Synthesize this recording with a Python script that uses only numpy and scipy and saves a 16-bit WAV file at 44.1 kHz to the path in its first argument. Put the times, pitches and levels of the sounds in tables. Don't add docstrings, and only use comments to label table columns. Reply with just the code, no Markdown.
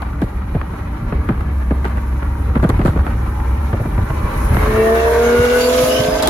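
import sys
import numpy as np
from scipy import signal
from scipy.io import wavfile
from scipy.ndimage import uniform_filter1d

SR = 44100
rng = np.random.default_rng(int(sys.argv[2]) if len(sys.argv) > 2 else 0)


def wav_out(sig):
    wavfile.write(sys.argv[1], SR, np.round(np.clip(np.atleast_2d(sig).T, -1, 1) * 32767).astype(np.int16))


N = 277509
TIME = np.arange(N) / SR

# time_s, rumble_db, cabin_boom_db
WIND_CURVE = [(0.0, -28, -23.5), (0.8, -29.5, -25.5), (1.25, -25.5, -23), (1.7, -32, -19.5),
              (2.2, -29.5, -17), (2.8, -22.5, -22), (3.5, -28.5, -17.5), (4.3, -24, -25.5), (4.6, -21, -26),
              (4.95, -35.5, -20), (5.35, -33.5, -23), (5.65, -42.5, -27.5), (6.29, -33.5, -35.5)]
# time_s, tyre_roar_db, air_hiss_db
ROAD_CURVE = [(0.0, -36, -67.5), (2.1, -35.5, -64), (4.05, -31.5, -60), (4.65, -22.5, -50),
              (5.4, -26, -47.5), (5.85, -28, -40), (6.29, -25, -54.5)]
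# pitch_hz, level_db (per Hz)
WIND_SPECTRUM = [(20, -31), (35, -0.5), (50, 4), (80, 0), (120, -6), (170, -13.5), (260, -18.5), (400, -21),
                 (800, -50)]
TYRE_SPECTRUM = [(150, -0.5), (300, 3), (420, 2), (540, 4.5), (720, 6), (900, 6.5), (1300, 3), (1600, 0),
                 (2100, -2.5), (2800, -17), (4000, -15), (7000, -92), (10000, -89)]
HISS_SPECTRUM = [(2500, -25), (4700, -8), (6200, 1), (8200, -23), (10800, 5), (14300, -9.5), (16000, -9)]
GROWL_SPECTRUM = [(110, 12), (250, -20), (450, 26), (650, -21), (800, -18), (1100, -7), (1500, -9.5),
                  (1750, -11), (2200, -11), (3000, -21), (4500, 9)]
RASP_SPECTRUM = [(1500, -19), (2200, 18.5), (2900, 13), (3700, 12), (4700, 8), (6000, 15), (7300, -21),
                 (9000, -12), (15000, -63)]
# pitch_hz, likeness (1 = same, 0 = unrelated)
CHANNEL_LIKENESS = [(100, 1), (200, 1), (350, 0.98), (600, -0.21), (1200, 0.64), (2200, -0.12),
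                    (5000, -0.032), (11000, -0.15)]
# pitch_hz, width_hz, level_db
CRUISE_DRONE = [(229.8, 1.47, -38), (290, 3.4, -41.5), (322, 13, -45), (904, 18, -64), (935, 29, -72),
                (1201, 79, -45)]
# time_s, crank_turns_per_s
ENGINE_SPEED = [(0.0, 63.0), (3.5, 64.3), (4.05, 66.0), (4.6, 70.6), (4.72, 72.6), (5.45, 81.0),
                (5.95, 85.3), (6.1, 86.4), (6.29, 86.8)]
# multiple_of_crank_speed, cruising_db, full_db, full_from_s, hold_s, fade_db_per_s
CRANK_TONES = [(3, -37, -23, 4.72, 0.59, 8), (6, -54.5, -15, 4.75, 1.12, 44),
               (9, -77, -18.5, 4.86, 0.033, 33), (12, -52, -52, 5.6, 0.04, 67),
               (18, -76, -29.5, 5.334, 0.25, 133), (18, -64, -37.5, 5.98, 0.13, 23),
               (12, -85, -33, 5.1, 0.16, 62), (25, -85, -36, 4.74, 0.092, 80),
               (24, -85, -37.5, 4.93, 0.092, 70), (31, -85, -41.5, 4.76, 0.051, 100),
               (28, -85, -39.5, 5.25, .12, 80), (27, -85, -40, 5.42, 0.07, 62)]
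# multiple_of_crank_speed, level_db (against the growl)
FURTHER_TONES = [(4.5, -15), (5, 2.5), (5.5, -1), (6.5, -7.5), (7, -7), (7.5, -7), (8, 2), (8.5, -4),
                 (11.5, -12), (12, -8.5), (13, -14), (13.5, -13), (15, -8.5), (18.5, -19)]
# start_s, thump_db, thump_crest_pitch_hz, crack_db, snap_db, crackle_crest_s, thump_crest_s
EXHAUST_POPS = [(0.02, -23, 315, -17.5, -36, 0.014, 0.0068), (0.217, -5.5, 284, -19.5, -33, 0.011, 0.011),
                (0.547, -5.5, 195, -25, -64, .006, 0.0098), (0.612, -26, 288, -19, -57, 0.0052, 0.0083),
                (0.732, -17.5, 244, -26, -60, .01, 0.0063), (1.123, -9.5, 208, -20, -56, .0071, 0.0086),
                (1.288, -5, 213, -14, -42, 0.027, 0.013), (1.406, -27, 302, -23, -45, .0033, 0.0079),
                (1.707, -6, 232, -20, -62, 0.0079, 0.0095), (1.843, -23, 300, -18.5, -50, 0.0046, 0.0053),
                (1.85, -14.5, 307, -15, -33.5, 0.019, 0.0092), (1.971, -19, 336, -21.5, -45, 0.006, .007),
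                (2.222, -21, 293, -21.5, -61, .0033, 0.0065),
                (2.553, -4.5, 229.5, -13.5, -49, 0.014, 0.014), (2.598, -30, 303, -22, -52, .0018, .005),
                (2.626, -5, 251, -16, -36, 0.024, 0.0078), (2.637, -12, 258, -18, -37, .004, 0.0061),
                (2.642, -3, 253, -15.5, -46, 0.012, 0.0099), (2.691, -3.5, 248, -17, -27, 0.0022, 0.0086),
                (2.698, -10, 150, -13.5, -28, 0.0035, 0.0091), (2.741, -27, 300, -21, -48, 0.0018, 0.0054),
                (2.79, -5.5, 184, -18.5, -38.5, 0.033, 0.0108), (2.814, -15, 280, -19, -44, .005, 0.0083),
                (2.849, -2, 211, -17, -33, 0.008, 0.0094), (2.858, -25, 201, -12.5, -27.5, 0.016, .008),
                (2.876, -3, 194, -17.5, -41, 0.0092, .011), (2.958, -7, 180, -22, -50, .017, 0.011),
                (2.972, -19, 201, -22.5, -45, .005, 0.01), (2.987, -15, 283, -21, -52, 0.0049, 0.0067),
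                (3.064, -15, 192, -15.5, -44, .011, .009), (3.262, -36, 297, -24, -56, .003, 0.0054),
                (3.399, -31, 270, -23, -55, .004, 0.0049), (3.729, -5, 131, -19.5, -49, 0.0045, 0.011),
                (3.798, -9, 112.5, -29, -57, .008, 0.013), (3.853, -12.5, 240, -33, -52, .008, 0.0093),
                (3.977, -11.5, 173, -20.5, -60, 0.0043, .009), (4.098, -10, 110, -22, -56, .006, 0.0088),
                (4.544, -12, 200, -18.5, -31, .004, 0.01), (4.565, -16.5, 294, -12, -37, 0.0052, 0.0094),
                (4.626, -17, 298, -14.5, -50, 0.0036, 0.0089), (6.224, -17, 580, -26, -13, 0.0056, 0.0053),
                (6.233, -19, 540, -15, -26, 0.0085, 0.0093), (6.259, -18, 496, -32, -25, .005, .007),
                (6.273, -13, 479, -15, -10.5, .015, .009)]
# loudest_s, spread_s, pitch_hz, glide_hz_per_s, width_hz, level_db
TREAD_SONGS = [(0.95, 0.24, 1350, 139.5, 6.5, -48), (2.2, 0.43, 931, 1.5, 10, -42.5),
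               (3.53, 0.17, 849, 21.5, 3.6, -37.5), (3.55, 0.2, 908, 128, 11, -39.5),
               (4.2, 0.18, 1010, 151, 7.4, -36.5), (4.4, 0.28, 1104, 90, 5.6, -36)]
# centre_s, level_db, pitch_hz
WIND_SLAPS = [(1.029, -19, 105), (4.029, -11, 75.4), (4.118, -23, 65), (4.249, -11, 55), (4.508, -10.5, 81),
              (4.532, -8, 65), (4.572, -10, 79.4), (5.4, -12, 94), (5.837, -18.5, 135), (6.003, -15.5, 135),
              (6.088, -20, 176)]
# loudest_s,
# spread_s, pitch_hz, glide_hz_per_s, width_hz, level_db
PASSING_HOWLS = [(4.58, 0.06, 2120, 199.5, 30, -36), (4.8, 0.066, 2680, 400, 37.04, -37.5),
                 (5.02, 0.052, 2700, -750, 46.3, -35), (5.28, 0.027, 3130, -200, 40, -40),
                 (5.26, .025, 6400, 4, 120, -36), (5.49, 0.17, 2800, -220, 55.56, -34.5),
                 (5.58, 0.062, 1500, 99.5, 25, -27), (5.64, 0.037, 4620, -1200, 120, -28.5),
                 (5.65, 0.084, 7180, -900, 166.7, -36), (5.73, 0.045, 3350, -1500, 118.8, -38),
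                 (5.89, 0.06, 4720, 3000, 110, -35), (5.96, 0.05, 5300, 2999, 140, -33.5),
                 (5.97, .04, 5950, 2998, 129.6, -35), (5.965, 0.061, 2970, 1500.5, 108, -25.5),
                 (6.11, 0.16, 4990, 36, 24, -39.5), (6.26, 0.045, 3320, 799, 83.33, -31.5),
                 (6.26, 0.063, 850, 0, 84, -25.5)]

BEHIND_M, BESIDE_M, GO_S, ACCEL_M_PER_S2 = 2.6, 2.5, 4.4, 3.9
PIPE_HEIGHT_M, MIC_HEIGHT_M, SOUND_M_PER_S = 0.45, 1.34, 343
THROTTLE_S, THROTTLE_RISE_S, BOOST_S, BOOST_RISE_S = 4.34, 0.73, 4.49, 0.26
TONE_SWELL_DB_PER_S = 101
NULL_HZ, NULL_WIDTH_HZ, NULL_DB = 230.1, 3.9, -19.5
GROWL_DB, RASP_DB, SHADOW_DB, IN_VIEW_COS = -25, -29.5, 12, 0.38
SPOOL_S, SPOOL_TIME_S, IDLE_HZ, FULL_HZ = 4.555, 0.095, 8900, 14000
WHISTLE_S, WHISTLE_SPREAD_S, WHISTLE_DB = 4.52, 0.1, -42
BUZZ_DB, BUZZ_ECHO_DB, BUZZ_RISE_S, BUZZ_AHEAD_LOSS_DB = -25.5, -2.5, 0.45, 13
CRACK_CREST_S, CRACKLE_DB = 0.003, -11.5
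THUMP_FALL = 2.8
THUMP_WOBBLE_DB, RAGGED_DB = 2.0, 4.0
BODY_DB = -9.5
CUTOFF_HZ, CEILING = 15900, 0.8


def from_db(db):
    return 10 ** (np.asarray(db) / 20)


def rms_one(x):
    return x / np.sqrt(np.mean(x ** 2) + 1e-20)


def in_time(rows):
    s, *columns = np.transpose(rows)
    return [np.interp(TIME, s, column) for column in columns]


def at_hz(points, hz):
    table_hz, values = np.array(points).T
    return np.interp(np.log(hz), np.log(table_hz), values)


def angle(hz):
    return 2 * np.pi * np.cumsum(hz) / SR


def band(x, low_hz, high_hz):
    edges_hz = [low_hz, min(high_hz, SR / 2 - 500)]
    return signal.sosfilt(signal.butter(2, edges_hz, "band", fs=SR, output="sos"), x)


def ramp(start_s, rise_s):
    return np.clip((TIME - start_s) / rise_s, 0, 1)


def bloom(t, crest_s):
    return t / crest_s * np.exp(1 - t / crest_s)


def drift(rate_hz):
    r = np.exp(-80 * np.pi * rate_hz / SR)
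    noise = rng.standard_normal(N // 40 + 2002)
    slow = signal.lfilter([1], [1, -2 * r, r * r], noise)[2000:]
    return np.interp(np.arange(N) / 40, np.arange(len(slow)), rms_one(slow))


def spread(mid, side, hz):
    alike = np.clip(at_hz(CHANNEL_LIKENESS, hz), -1, 1)
    shared = np.sqrt((1 + alike) / 2) * mid
    opposed = np.sqrt((1 - alike) / 2) * side * np.array([[1], [-1]])
    return shared + opposed


def turbulence(spectrum, patchy_db, flutter_hz):
    edges = 16 * 2 ** np.arange(0, 10.1, .4)
    out, together, white = 0, drift(flutter_hz), rng.standard_normal((2, 2, N))
    for k, (low, high) in enumerate(zip(edges, edges[1:])):
        hz = np.sqrt(low * high)
        if spectrum[0][0] <= hz <= spectrum[-1][0]:
            flutter_db = patchy_db * (together + drift(flutter_hz))
            gain = from_db(at_hz(spectrum, hz) + flutter_db)
            out = out + gain * spread(*band(white[k % 2], low, high), hz)
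    return rms_one(out)


def wavering(phase, hz, rate_hz):
    c, s = np.cos(phase), np.sin(phase)
    mid = c * drift(rate_hz) + s * drift(rate_hz)
    side = c * drift(rate_hz) + s * drift(rate_hz)
    return spread(mid, side, hz)


def gliding(rows):
    out = 0
    for s, spread_s, hz, hz_per_s, width_hz, db in rows:
        swell = np.exp(-np.abs((TIME - s) / spread_s) ** 3 / 2)
        phase = angle(hz + hz_per_s * (TIME - s))
        out = out + from_db(db) * swell * wavering(phase, hz, width_hz)
    return out


def reflections(x, echo_db, count=4):
    out = x.copy()
    for k in range(count):
        lag_s = .0021 * 1.6 ** k * (1 + 0.0734 * drift(0.374))
        echo = np.array([np.interp(TIME - lag_s, TIME, channel) for channel in x])
        out += from_db(echo_db) * echo
    return rms_one(out)


def wind(trim_db=6.5, gust_db=0.86):
    rumble_db, _ = in_time(WIND_CURVE)
    level = from_db(rumble_db + trim_db + gust_db * drift(1.1))
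    return level * turbulence(WIND_SPECTRUM, 1.43, 9.0)


def cabin_boom(trim_db=-1.0, pitch_hz=65.73):
    _, boom_db = in_time(WIND_CURVE)
    level = from_db(boom_db + trim_db + 1.9 * drift(1.8))
    return level * np.sqrt(2) * np.sin(angle(pitch_hz + 1.87 * drift(5.8)))


def tyre_roar(trim_db=1.0):
    roar_db, _ = in_time(ROAD_CURVE)
    return from_db(roar_db + trim_db) * reflections(turbulence(TYRE_SPECTRUM, 1.3, 14.8), echo_db=-12.0)


def air_hiss(trim_db=12.5):
    _, hiss_db = in_time(ROAD_CURVE)
    return from_db(hiss_db + trim_db) * turbulence(HISS_SPECTRUM, 1.0, 15)


def near_car_drone():
    out = 0
    for hz, width_hz, db in CRUISE_DRONE:
        phase = angle(hz * (1 + 0.00499 * drift(0.905)))
        out = out + from_db(db) * wavering(phase, hz, width_hz)
    return out


def crank_tones(speed, crank, high_speed, scatter_db=-9.0, scatter_hz=480.0, shake=0.09):
    out, strength = 0, 1 + shake * drift(56)
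    boost = ramp(BOOST_S, BOOST_RISE_S)
    for order, cruise_db, full_db, full_s, hold_s, fade_db_per_s in CRANK_TONES:
        swell_db = TONE_SWELL_DB_PER_S * np.maximum(full_s - TIME, 0)
        fade_db = fade_db_per_s * np.maximum(TIME - full_s - hold_s, 0)
        level_db = full_db - swell_db - fade_db
        null_db = NULL_DB * np.exp(-((order * speed - NULL_HZ) / NULL_WIDTH_HZ) ** 2)
        scattered = wavering(order * crank, order * high_speed, 10.6)
        scatter = from_db(scatter_db) * order * high_speed / scatter_hz
        loaded = np.sqrt(2) * np.sin(order * crank) + scatter * scattered
        cruising = from_db(cruise_db) * (1 - boost) * scattered
        out = out + from_db(null_db) * (cruising + from_db(level_db) * strength * loaded)
    return out


def burble(per_s=24.0, level_db=-35.0, crest_s=0.0012):
    strength = from_db(3.0 * np.clip(rng.standard_normal(N), -2, 1.5))
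    sparks = (rng.random(N) < per_s / SR) * (TIME < 4.5) * strength
    swell = signal.fftconvolve(sparks, bloom(TIME[:SR // 20], crest_s))[:N]
    noise = rms_one(spread(*band(rng.standard_normal((2, N)), 900, 1450), 840))
    return from_db(level_db) * swell * noise


def splutter(length, depth_db):
    smooth = uniform_filter1d(rng.standard_normal(length), size=110)
    spurts = rms_one(uniform_filter1d(smooth, size=50))
    return rms_one(from_db(depth_db * np.clip(spurts, -2, 2)))


def burst(envelope, noise):
    shaped = envelope * splutter(len(envelope), RAGGED_DB) * noise
    return rms_one(shaped) * np.sqrt(np.mean(envelope ** 2))


def pop_thump(t, white, crest_hz, crest_s, end_hz=69.5, body_s=0.0069, boom_db=-13.0, boom_s=0.024):
    fall = THUMP_FALL ** (1 - t / crest_s)
    hz = (end_hz + (crest_hz - end_hz) * fall) * splutter(len(t), THUMP_WOBBLE_DB)
    swell = bloom(t, crest_s) ** 2 + from_db(boom_db) * bloom(t, boom_s)
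    noise = band(band(white, 196.0, 710), 196.0, 710)
    body = burst(bloom(t, body_s), spread(*noise, 300))
    return swell * np.sin(angle(hz)) + from_db(BODY_DB) * body


def pop_crack(t, white, crackle):
    noise = band(band(white, 625, 1516), 460, 3270)
    envelope = bloom(t, CRACK_CREST_S) + from_db(CRACKLE_DB) * crackle
    return burst(envelope, spread(*noise, 770))


def pop_snap(t, white, crackle, crest_s=0.00098, tail_db=-14.0):
    noise = band(white, 3250, 4830) + 0.5 * band(white, 6000, 12500)
    envelope = bloom(t, crest_s) + from_db(tail_db) * crackle
    return burst(envelope, spread(*noise, 5000))


def pops(thump_trim_db=-5.0, crack_trim_db=-5.5, snap_trim_db=-2.0):
    t = np.arange(SR // 4) / SR
    out = np.zeros((2, N + len(t)))
    for s, thump_db, crest_hz, crack_db, snap_db, crackle_s, thump_s in EXHAUST_POPS:
        white = rng.standard_normal((3, 2, len(t)))
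        crackle = bloom(t, crackle_s)
        pop = from_db(thump_db + thump_trim_db) * pop_thump(t, white[0], crest_hz, thump_s)
        pop = pop + from_db(crack_db + crack_trim_db) * pop_crack(t, white[1], crackle)
        pop = pop + from_db(snap_db + snap_trim_db) * pop_snap(t, white[2], crackle)
        at = round(s * SR)
        out[:, at:at + len(t)] += pop
    return out[:, :N]


def tread_tones():
    return gliding(TREAD_SONGS)


def buffets(duration_s=0.013, swing_s=0.006, swing_db=5.0, churn_db=-8.0):
    swell, swing = 0, 0
    for s, db, hz in WIND_SLAPS:
        swell = swell + from_db(db) * np.exp(-((TIME - s) / duration_s) ** 2)
        wave = np.sin(2 * np.pi * hz * (s - TIME))
        swing = swing + from_db(db) * wave * np.exp(-((TIME - s) / swing_s) ** 2)
    churn = swell * rms_one(band(rng.standard_normal(N), 54, 201))
    return from_db(swing_db) * swing + from_db(churn_db) * churn


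def passing():
    ahead = ACCEL_M_PER_S2 * np.maximum(TIME - GO_S, 0) ** 2 / 2 - BEHIND_M
    distance = np.hypot(ahead, BESIDE_M)
    return distance, ahead / distance


def road_echo(x, echo_db, size=5):
    distance, _ = passing()
    lag_s = 2 * PIPE_HEIGHT_M * MIC_HEIGHT_M / distance / SOUND_M_PER_S
    bounce = [np.interp(TIME - lag_s, TIME, uniform_filter1d(channel, size=size)) for channel in x]
    return rms_one(x + from_db(echo_db) * np.array(bounce))


def exhaust_gas(crank, flow, facing, growl_trim_db=-5.0, pulsing=0.19, throb=0.13):
    rasp_db = RASP_DB + SHADOW_DB * np.minimum(facing, IN_VIEW_COS)
    puffs = rms_one(1 + pulsing * np.cos(3 * crank) + throb * np.cos(crank))
    growl = road_echo(turbulence(GROWL_SPECTRUM, 1.2, 13), echo_db=-3)
    rasp = road_echo(turbulence(RASP_SPECTRUM, 1.6, 35), echo_db=-24.0)
    low_gas = flow * from_db(GROWL_DB + growl_trim_db) * growl
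    high_gas = flow * from_db(rasp_db) * from_db([[-1.0], [1.2]]) * rasp
    return puffs * (low_gas + high_gas)


def turbo(width_hz=91.0):
    hz = IDLE_HZ + (FULL_HZ - IDLE_HZ) / (1 + np.exp((SPOOL_S - TIME) / SPOOL_TIME_S))
    swell = np.exp(-((TIME - WHISTLE_S) / WHISTLE_SPREAD_S) ** 2 / 2)
    return from_db(WHISTLE_DB) * swell * wavering(angle(hz), hz.mean(), width_hz)


def further_crank_tones(crank, high_speed, flow, trim_db=-3.0):
    level = flow * from_db(GROWL_DB) * ramp(BOOST_S, BOOST_RISE_S)
    out = 0
    for order, level_db in FURTHER_TONES:
        out = out + from_db(level_db + trim_db) * wavering(order * crank, order * high_speed, 2.35)
    return level * out


def buzz(crank, facing, low_hz=960.0, high_hz=1900.0, change_hz=2.8, pulsing=0.27, alike=0.35, count=3, size=256):
    place, grid, stack = crank / (4 * np.pi) % 1, np.linspace(0, 1, size), 0
    for patterns in rng.standard_normal((count, 2, size)):
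        patterns = patterns + alike * np.roll(patterns, size // 2, axis=1)
        layers = [np.interp(place, grid, pattern) * drift(change_hz) for pattern in patterns]
        stack = stack + np.array(layers)
    pulsed = stack * (1 + pulsing * np.cos(3 * crank))
    stereo = spread(*band(pulsed, low_hz, high_hz), 2240)
    level = ramp(BOOST_S, BUZZ_RISE_S) * from_db(BUZZ_DB - BUZZ_AHEAD_LOSS_DB * np.maximum(facing, 0))
    return level * road_echo(stereo, BUZZ_ECHO_DB)


def exhaust():
    (speed,), (distance, facing) = in_time(ENGINE_SPEED), passing()
    flow = ramp(THROTTLE_S, THROTTLE_RISE_S) * BESIDE_M / distance
    crank = angle(speed * (1 + .0015 * drift(25)))
    high_speed = np.percentile(speed, 75)
    tones = crank_tones(speed, crank, high_speed) + further_crank_tones(crank, high_speed, flow)
    return tones + buzz(crank, facing) + exhaust_gas(crank, flow, facing)


def howls():
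    return gliding(PASSING_HOWLS)


def near_car_note(level_db=-24.5, start_s=5.68, rise_s=0.24, start_hz=617.0, climb_hz_per_s=18.0, rough_db=3.0):
    hz = (start_hz + climb_hz_per_s * (TIME - start_s)) * (1 + 0.0042 * drift(19))
    phase = angle(hz)
    note = np.sin(phase) * from_db([[-7], [4.5]]) + 0.36 * np.sin(phase / 2)
    rough = from_db(rough_db) * wavering(2 * np.pi * 660 * TIME, 610, 30.0)
    return from_db(level_db) * ramp(start_s, rise_s) * (np.sqrt(2) * note + rough)


def scene():
    road = wind() + cabin_boom() + tyre_roar() + air_hiss() + tread_tones() + buffets()
    passing_car = exhaust() + burble() + pops() + turbo() + howls()
    return road + passing_car + near_car_drone() + near_car_note()


def record(dry):
    rounded = dry / (1 + (dry / CEILING) ** 6) ** (1 / 6)
    return signal.sosfilt(signal.ellip(10, .1, 90, CUTOFF_HZ, fs=SR, output="sos"), rounded)


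dry = scene()
out = record(dry)
wav_out(out)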